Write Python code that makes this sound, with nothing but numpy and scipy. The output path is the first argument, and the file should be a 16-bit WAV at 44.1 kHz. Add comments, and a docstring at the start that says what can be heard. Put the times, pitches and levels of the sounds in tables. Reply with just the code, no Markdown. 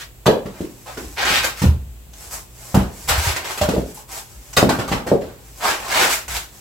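"""Unpacking foam from a cardboard box

A small room, heard close to a big box through a pair of closely spaced microphones. Foam blocks are worked
out in a few strokes a pull: a dense crackle of tiny slips along the cardboard, with short scuffs where the
foam catches. Blocks land and bounce on the floor with dull thumps, and the box panels boom and rumble.
Behind it all lies the room tone, a faint drone and hiss."""
import sys
import numpy as np
from scipy import signal
from scipy.fft import rfft, irfft
from scipy.io import wavfile
from scipy.ndimage import uniform_filter1d

SR = 44100
rng = np.random.default_rng(int(sys.argv[2]) if len(sys.argv) > 2 else 0)


def wav_out(sig):
    """Save sig, one row per channel (or a flat mono array), as 16-bit PCM at SR to the path in sys.argv[1]."""
    wavfile.write(sys.argv[1], SR, np.round(np.clip(np.atleast_2d(sig).T, -1, 1) * 32767).astype(np.int16))


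N = 291192
TIME = np.arange(N) / SR

# Levels in the tables are relative: each source sets its own gain in the mix.
# rubbing strokes, foam along cardboard and two light, fizzy brushes of a hand: start/s, rise/s, hold/s,
# t60/s, level/dB, body/dB re level, fizz/dB re level, body f/Hz, rasp f/Hz
RUBBING_STROKES = [ (0.0, 0.00078, 0.0024, 0.15, -29, -12.5, -5.5, 726, 2400),
                   (0.52, 0.023, 0.046, .2, -48.5, 3, -5, 520, 2010),
                   (0.848, 0.027, 0.018, 0.34, -38.5, 4, -3.5, 716, 1400),
                   (1.004, .03, .01, 0.17, -48, -19, -7, 440, 2000),
                   (1.156, 0.037, 0.087, 0.29, -20.5, -6, -14, 845, 1630),
                   (1.235, .065, .02, 0.32, -17.5, -6.5, -10, 840, 2050),
                   (1.316, 0.036, 0.025, 0.24, -18, -13.5, -9.5, 860, 2500),
                   (1.414, 0.025, 0.0089, 0.26, -21.5, -6.5, -6, 885, 1720),
                   (1.546, 0.039, 0.01, 0.15, -33, -11, -1.5, 900, 1900),
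                   (2.292, 0.043, 0.0036, 0.28, -38, 1, 9, 1030, 1910),
                   (3.076, .022, 0.025, 0.45, -22, -1, -7, 910, 2000),
                   (3.147, 0.043, 0.064, 0.33, -27.5, -5, 0, 780, 1790),
                   (3.239, 0.034, 0.015, 0.43, -23.5, -5, -4.5, 920, 1800),
                   (3.431, 0.018, 0.0055, 0.28, -28.5, -2.5, -5.5, 680, 2270),
                   (3.476, 0.032, 0.012, 0.34, -30, -1, -1.5, 910, 1600),
                   (4.061, 0.076, 0.039, 0.23, -38, -0.5, 5, 820, 2730),
                   (5.588, 0.068, 0.05, 0.34, -22.5, 0.5, -5.5, 945, 1670),
                   (5.765, 0.1, 0.093, .3, -33.5, 1, -3, 850, 1550),
                   (5.863, 0.098, 0.027, .3, -18.5, -3, -6.5, 945, 1850),
                   (5.974, 0.032, 0.041, 0.38, -18, -2.5, -5, 620, 1810),
                   (6.081, 0.032, 0.011, 0.24, -21.5, -10, 1, 990, 1860),
                   (6.272, 0.03, 0.061, 0.32, -32, -9.5, 0.5, 960, 1950),
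                   (6.332, 0.025, 0.0037, 0.18, -28, -3, 0, 970, 2700)]
# light brushes of hands and sleeves: middle t/s, length/s, level/dB
HAND_BRUSHES = [(0.72, 0.57, -59), (1.07, 0.39, -51.5), (2.24, 0.14, -48), (2.69, 0.23, -48),
                (3.02, .17, -47), (3.89, 0.061, -49.5), (3.98, 0.065, -48.5), (4.31, 0.25, -56.5),
                (4.49, 0.16, -53.5), (5.5, 0.17, -56.5), (5.6, .08, -48), (6.59, 0.14, -53.5)]
# spectrum of foam on cardboard: f/Hz, level/dB
FOAM_SPECTRUM = [(150, -13.5), (250, -8), (436, -6.5), (528, -6), (566, -4.5), (845, -1.5), (1470, -4),
                 (1670, -5.5), (2050, -7), (6820, -12.5), (7840, -10.5), (9010, -18.5), (11500, -16),
                 (15200, -21.5), (16000, -24)]
# sliding foam catches and lets go, and a hand brushes past at 2.33 s: t/s, level/dB, t60/s, tilt/(dB per
# octave), ring f/Hz, ring/dB
CATCHES = [(0.258, -13.5, 0.044, -3.5, 1010, 2), (0.265, -8, 0.029, -4, 3900, 16),
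           (0.274, -17.5, 0.024, -7, 2300, 7), (1.249, -17.5, 0.052, -1.5, 6400, 10),
           (1.442, -16, 0.069, 1.5, 2200, 1), (2.134, -38, 0.025, 0.5, 5100, 6),
           (2.33, -40.5, 0.17, 0, 1010, 19), (3.076, -23, 0.094, 2, 5040, -4),
           (3.085, -14, 0.14, 2.2, 3000, 3.5), (3.268, -25.5, .15, 1, 2400, 7),
           (3.362, -17.5, 0.067, -1, 1730, 0), (3.575, -23.5, 0.11, 1.5, 2600, 2.5),
           (3.945, -34, .057, 7, 9250, 12), (3.971, -39, 0.15, -6, 967, 28),
           (4.53, -28.5, 0.046, 1.5, 6700, 8.5), (4.565, -13.5, 0.033, 3.5, 3670, 14),
           (4.706, -24, 0.35, 1, 1390, 15), (4.921, -17.5, 0.076, -2.5, 3000, 3),
           (5.209, -41.5, 0.72, -1.5, 2440, -1), (5.8, -26, .02, 0, 5000, -3),
           (6.128, -25, .04, 6, 2600, 3), (6.280, -25.5, .045, 1, 3000, 0),
           (6.362, -21, 0.042, 7, 3630, 17)]
# blocks and hands strike floor and box: t/s, slap level/dB, slap f/Hz, rise/cycles, room/dB re slap,
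# low push level/dB, scuff level/dB, scuff t60/s, scuff tilt/(dB per octave)
BLOWS = [ (0.264, -10, 450, 0.27, 3, -9.5, -10, 0.038, -2), (0.279, 0, 497, 0.6, 6.5, -11.5, -30, 0.14, -9),
         (0.368, -11.5, 473, 0.89, -11, -38, -37, 0.11, -7),
         (0.455, -27, 440, 0.56, 10.5, -21, -34, 0.15, -2.5), (0.606, -13, 287, 0.39, 4, -33, -39.5, .2, 1),
         (0.645, -24, 290, 0.86, -3, -40, -46, .1, 1), (0.970, -29.5, 350, 0.7, 12, -37, -30, 0.17, -1),
         (1.026, -31, 334, 0.76, 9.5, -37, -51, .1, -1), (1.304, -21, 200, 0.29, 5, -36, -33, .1, -1),
         (1.617, -21, 334, 0.46, 8, -10.5, -22, 0.18, 0.5), (1.638, -18, 454, 0.88, 3, -6.5, -37, 0.18, -4),
         (2.744, -6, 527, 0.2, 10.5, -9.5, -16, 0.039, 1), (2.754, -5, 207, 0.42, -5, -19, -26, 0.38, -3),
         (2.773, 0.5, 158, 0.48, -7, -29, -43, .1, -2), (3.611, -14, 602, 3.2, 6, -18, -18, 0.16, -0.2),
         (3.686, -11.5, 540, 0.72, 3, -9, -23, 0.18, -1),
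         (3.736, -12, 426, 1.3, 3.5, -25, -36.5, 0.54, 1.5),
         (3.764, -10.5, 477, .5, 6.5, -33, -42, 0.092, -1), (3.780, -8, 197, 0.44, -3.5, -33, -45, .1, -1),
         (4.567, -19.5, 382, 0.66, 10, -21, -9.5, 0.12, -0.5),
         (4.579, -17, 340, 0.37, -7, -18, -15, 0.15, -3), (4.627, 0.5, 620, 0.95, -3.5, 1, -41, 0.09, -15),
         (4.690, -8, 380, 0.31, 4.5, -23, -15, .09, -2),
         (4.787, -12.5, 350, 0.27, 6.5, -34, -21.5, 0.18, -2.5),
         (4.876, -28, 450, .4, 2, -27, -27, .27, -1), (4.914, -18, 530, 0.49, 6, -11, -20, 0.24, -3),
         (5.065, -20.5, 470, 0.31, 15, -28, -28, 0.25, -0.5),
         (5.116, -0.5, 470, 0.6, 6, -9, -23, 0.047, -6)]
# a box wall springs back as a block comes free: t/s, level/dB
WALL_BOOMS = [(1.658, -5.5), (1.683, -6.5), (3.101, -20), (3.175, -18), (3.265, -15), (3.299, -20),
              (3.615, -19.5), (5.247, -36)]
# resonances of the cardboard panels: f/Hz, gain/dB, t60/s
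PANEL_MODES = [(76.8, 6, 0.31), (125.8, 3, 0.28), (191.8, 3.5, 0.27), (423, -2, 0.62), (587, -1, 0.16),
               (1050, 2, 0.15)]
# shoves that sway the box walls: middle t/s, length/s, level/dB
WALL_SHOVES = [(1.08, 0.14, -36), (1.35, 0.3, -36), (1.82, .15, -29.5), (2.02, .22, -40.5),
               (2.33, 0.29, -44.5), (2.82, 0.091, -20.5), (3.16, .15, -24), (3.29, 0.081, -26.5),
               (3.65, 0.045, -24), (3.81, 0.092, -25.5), (4.39, .07, -38.5), (4.68, 0.074, -29),
               (4.94, 0.088, -28), (6.34, .12, -32)]
# spectrum of the swaying walls: f/Hz, level/dB
SWAY_SPECTRUM = [(20, -39), (34, -11), (64, 11), (80, -2.5), (150, -14), (179, -15), (219, -33), (260, -18),
                 (340, -50), (570, -120)]
# reverberation of the small room: f/Hz, t60/s
ROOM_DECAY = [(60, 0.21), (160, 0.45), (450, 0.4), (1100, 0.33), (3000, 0.31), (8000, 0.25), (16000, 0.37)]
# likeness of the room sound at the left and right microphones: f/Hz, correlation
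MIC_CORRELATION = [(60, 0.31), (180, 0.91), (350, 0.75), (700, 0.42), (1400, 0), (16000, 0)]
# spectrum of the room's hiss: f/Hz, level/dB
HISS_SPECTRUM = [(15, -32), (25, -16.5), (84, -10), (145, -14.5), (236, -20.5), (476, -22.5), (575, -24.5),
                 (1230, -31.5), (2350, -32.5), (2550, -30), (5570, -37), (7920, -28.5), (9320, -39),
                 (11300, -32), (16000, -32)]
# bands of the room's low drone: f/Hz, width/Hz, level/dB
DRONE_BANDS = [(53.7, 6.7, -48.5), (119.2, 2.2, -52), (358, 1.7, -66)]

RASP_GLIDE_OCTAVES = 0.3  # the rasp climbs to its pitch as a stroke gathers speed
BRUSH_BODY_DB, BRUSH_FIZZ_DB, BRUSH_BODY_HZ, BRUSH_RASP_HZ = -1.5, 7.5, 590, 2250
CATCH_RISE_S, BLOW_RISE_S, BLOW_RING_HZ, BLOW_RING_DB = 0.0014, 0.0022, 2070, -1
PUSH_PITCH_RATIO, PUSH_CYCLES, PUSH_ROOM_DB = 0.38, 0.51, 0.5  # the panel gives way under each slap
BOOM_HZ, BOOM_CYCLES, BOOM_ROOM_DB = 85.3, 0.77, -10
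THUMP_LOW_CUT_HZ = 26  # the thumps lose their deepest bass below this
HISS_DB, BAND_LIMIT_HZ = -46.5, 16050


def foam_slides():
    """Slips rasp through the foam, close up; cardboard adds hollow body, light contact adds fizz."""
    grain = slips(size=N, per_s=1300, spread_db=4.0, hiss_gain=0.8)
    grain = colour(grain, lambda f: amp(read(FOAM_SPECTRUM, f)))
    below = lambda f, edge_hz: 1 / (1 + (f / edge_hz) ** 8)
    rasp_gain, body_gain, fizz_gain, body_hz, rasp_hz = rubbing()
    body = colour(grain, lambda f: below(f, edge_hz=1380) - 0.25 * below(f, edge_hz=240))
    body = unit(0.45 * body + resonate(body, body_hz, width_hz=790))
    rasp = colour(grain, lambda f: below(f, edge_hz=5400) - below(f, edge_hz=1370))
    rasp = unit(2.03 * rasp + resonate(rasp, rasp_hz, width_hz=2100))
    fizz = unit(colour(grain, lambda f: 1 - below(f, edge_hz=5070)))
    direct = amp(-1) * body * body_gain + amp(-1.5) * rasp * rasp_gain + amp(-1) * fizz * fizz_gain
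    return amp(-4.5) * direct + amp(0.5) * moving_echoes(direct, near_db=14, near_t60=0.13, count=14)


def rubbing():
    """Strokes grip, speed up and let go among light brushes: gain and pitch curves for the slides."""
    t = np.arange(SR) / SR
    power = swells(HAND_BRUSHES) ** 2
    body_power, fizz_power = amp(BRUSH_BODY_DB) ** 2 * power, amp(BRUSH_FIZZ_DB) ** 2 * power
    # pitches are weighted by power, so the stronger stroke leads
    body_sum, rasp_sum = BRUSH_BODY_HZ * power, BRUSH_RASP_HZ * power
    for s, rise, hold, t60, db, body_db, fizz_db, body_hz, rasp_hz in RUBBING_STROKES:
        grip = np.sin(np.pi / 2 * np.minimum(t / rise, 1)) ** 2
        force = grip * amp(db - 60 * np.maximum(t - rise - hold, 0) / t60)
        speed = np.minimum(t / (rise + hold), 1)
        add(power, s, force ** 2)
        add(body_power, s, (force * amp(body_db)) ** 2)
        add(fizz_power, s, (force * amp(fizz_db)) ** 2)
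        add(body_sum, s, force ** 2 * body_hz)
        add(rasp_sum, s, force ** 2 * rasp_hz * 2 ** (RASP_GLIDE_OCTAVES * (speed - 1)))
    return np.sqrt(power), np.sqrt(body_power), np.sqrt(fizz_power), body_sum / power, rasp_sum / power


def slips(size, per_s, spread_db, hiss_gain):
    """Foam cells snap free one by one, in clumps, over a smooth hiss of the smallest ones."""
    snapping = rng.random(size) < per_s / SR
    strength = np.minimum(rng.exponential(1, size), 3.3)
    sign, hiss, clump = rng.standard_normal((3, size))
    snaps = np.sign(sign) * snapping * amp(spread_db * strength)
    clump_db = 1.8 * unit(colour(clump, lambda f: (f / (f + 40)) ** 2 / (1 + (f / 140) ** 2)))
    return unit((unit(snaps) + hiss_gain * hiss) * amp(clump_db))


def scuffs():
    """Each catch and blow sheds a burst of slips, coloured by one ring, that swells fast and dies."""
    direct, t = np.zeros(N), np.arange(SR // 3) / SR
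    bursts = [(*row, CATCH_RISE_S) for row in CATCHES]
    for s, *_, db, t60, tilt_db in BLOWS:
        bursts.append((s, db, t60, tilt_db, BLOW_RING_HZ, BLOW_RING_DB, BLOW_RISE_S))
    for s, db, t60, tilt_db, ring_hz, ring_db, rise in bursts:
        ring = lambda f: ring_db * np.exp(-(np.log2((f + 1) / ring_hz) / 0.43) ** 2)
        tilt = lambda f: tilt_db * np.log2((f + 200) / 2500)
        grain = slips(size=len(t), per_s=2500, spread_db=1.5, hiss_gain=0.85)
        grain = colour(grain, lambda f: amp(read(FOAM_SPECTRUM, f) + tilt(f) + ring(f)))
        bite = 1 + 0.63 * np.exp(-t / 0.0015)  # the first slip is the hardest
        envelope = np.minimum(t / rise, 1) * amp(db - 60 * np.maximum(t - rise, 0) / t60)
        add(direct, s, unit(grain) * bite * envelope)
    return amp(-5.5) * direct + amp(2) * moving_echoes(direct, near_db=20, near_t60=0.02, count=9)


def thumps():
    """A soft block slaps and pushes the air, or a wall springs back; box and room carry it on."""
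    direct, room, t = np.zeros(N), np.zeros((2, N)), np.arange(SR // 6) / SR
    pulses = [(s, db, BOOM_HZ, BOOM_CYCLES, BOOM_ROOM_DB) for s, db in WALL_BOOMS]
    for s, db, hz, cycles, room_db, push_db, *_ in BLOWS:
        pulses.append((s, db, hz, cycles, room_db))
        pulses.append((s, push_db, hz * PUSH_PITCH_RATIO, PUSH_CYCLES, PUSH_ROOM_DB))
    for s, db, hz, cycles, room_db in pulses:
        age = t * hz / cycles  # 1 at the envelope's peak
        pulse = -amp(db) * (age * np.exp(1 - age)) ** 2 * np.sin(2 * np.pi * hz * t)
        tail = echoes(pulse, near_db=1, near_t60=0.15)
        add(direct, s, pulse)
        add(room, s, amp(room_db) * tail * np.linalg.norm(pulse) / np.linalg.norm(tail[0]))
    low_cut = lambda f: f ** 2 / (f ** 2 + THUMP_LOW_CUT_HZ ** 2)
    return colour(direct + room + panel_ring(direct), low_cut)


def panel_ring(x):
    """The cardboard panels ring along with whatever shakes them."""
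    t = np.arange(SR // 2) / SR
    ring = np.zeros(len(t))
    for hz, db, t60 in PANEL_MODES:
        scale = 2 * np.log(1000) / (t60 * SR)  # makes db the gain at resonance
        ring += scale * amp(db - 60 * t / t60) * np.cos(2 * np.pi * hz * t)
    return signal.fftconvolve(x, ring)[:N]


def wall_sway():
    """Uneven drag flexes the big box walls: a soft rumble that swells with each shove."""
    drag = colour(rng.standard_normal(N), lambda f: amp(read(SWAY_SPECTRUM, f)))
    drag /= np.sqrt(uniform_filter1d(unit(drag) ** 2, size=3000) + 0.05)  # evens out the level
    return amp(-1) * unit(drag) * swells(WALL_SHOVES)


def moving_echoes(x, near_db, near_t60, count):
    """A moving block keeps changing its paths to the walls: echo patterns fade into one another."""
    place = TIME / 0.016  # the next pattern every 16 ms
    room = np.zeros((2, N))
    for k in range(count):
        away = abs((place - k + 1) % count - 1)
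        fade = np.cos(np.pi / 2 * np.minimum(away, 1))
        room += echoes(x * fade, near_db, near_t60)[:, :N]
    return room


def echoes(x, near_db, near_t60):
    """Echoes at the microphones: a quick cluster from nearby surfaces, then the room's tail."""
    hz, t, spectrum = signal.stft(diffuse(size=SR // 2), SR, nperseg=256)
    far = amp(-60 * t / read(ROOM_DECAY, hz)[:, None])
    near = amp(near_db - 60 * t / near_t60)
    tail = signal.istft(spectrum * np.hypot(far, near), SR, nperseg=256)[1]
    tail *= 1 - np.exp(-(np.arange(tail.shape[1]) / SR / 0.0038) ** 2)  # echoes take a few ms to build
    return signal.fftconvolve(x[None], tail / np.linalg.norm(tail[0]), axes=1)


def room_tone():
    """Steady hiss from all round, and a low centred drone that swells and fades in narrow bands."""
    hiss = unit(colour(diffuse(size=N), lambda f: amp(read(HISS_SPECTRUM, f))))
    noise = rng.standard_normal(N)
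    drone = sum(amp(db) * unit(colour(noise, lambda f: np.exp(-((f - hz) / width) ** 2)))
                for hz, width, db in DRONE_BANDS)
    return amp(HISS_DB) * hiss + drone


def diffuse(size):
    """Noise from all sides at two close microphones: alike in the bass, unrelated in the treble."""
    mid, side = rng.standard_normal((2, size))
    mid = colour(mid, lambda f: np.sqrt((1 + read(MIC_CORRELATION, f)) / 2))
    side = colour(side, lambda f: np.sqrt((1 - read(MIC_CORRELATION, f)) / 2))
    return np.array([mid + side, mid - side])


def swells(rows):
    """Gain over time of bell-shaped swells, each as wide as its length at half height."""
    power = sum(amp(db) ** 2 * 0.5 ** np.minimum(2 * (2 * (TIME - s) / length) ** 2, 60)
                for s, length, db in rows)
    return np.sqrt(power)


def resonate(x, hz, width_hz):
    """A resonance of gain about 1 that follows the curve hz."""
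    turn = np.exp(2j * np.pi * np.cumsum(hz) / SR)
    pole = np.exp(-np.pi * width_hz / SR)
    return 2 * (turn * signal.lfilter([1 - pole], [1, -pole], x / turn)).real


def colour(x, gain):
    """Filters x by a gain given as a function of frequency."""
    return irfft(rfft(x) * gain(np.fft.rfftfreq(x.shape[-1], 1 / SR)), x.shape[-1])


def read(points, hz):
    """Reads a table on a log-frequency axis."""
    f, value = np.transpose(points)
    return np.interp(np.log(hz + 1), np.log(f + 1), value)


def add(mix, s, sound):
    """Mixes a sound in at s seconds."""
    part = mix[..., max(round(s * SR), 0):][..., :sound.shape[-1]]
    part += sound[..., :part.shape[-1]]


def amp(db):
    """Decibels to gain."""
    return 10 ** (np.asarray(db) / 20)


def unit(x):
    """Scales to rms 1."""
    return x / np.sqrt(np.mean(x ** 2) + 1e-20)


def scene():
    """Foam and box in the centre, in front of the microphones, with the room around them."""
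    return foam_slides() + scuffs() + thumps() + wall_sway() + room_tone()


def record(dry):
    """Behind the microphones, the loudest thumps round off at full scale and the top treble is cut."""
    rounded = dry / (1 + dry ** 8) ** (1 / 8)
    lowpass = signal.firwin(511, BAND_LIMIT_HZ, window=("kaiser", 9), fs=SR)
    return signal.oaconvolve(rounded, lowpass[None], "same")


dry = scene()
out = record(dry)
wav_out(out)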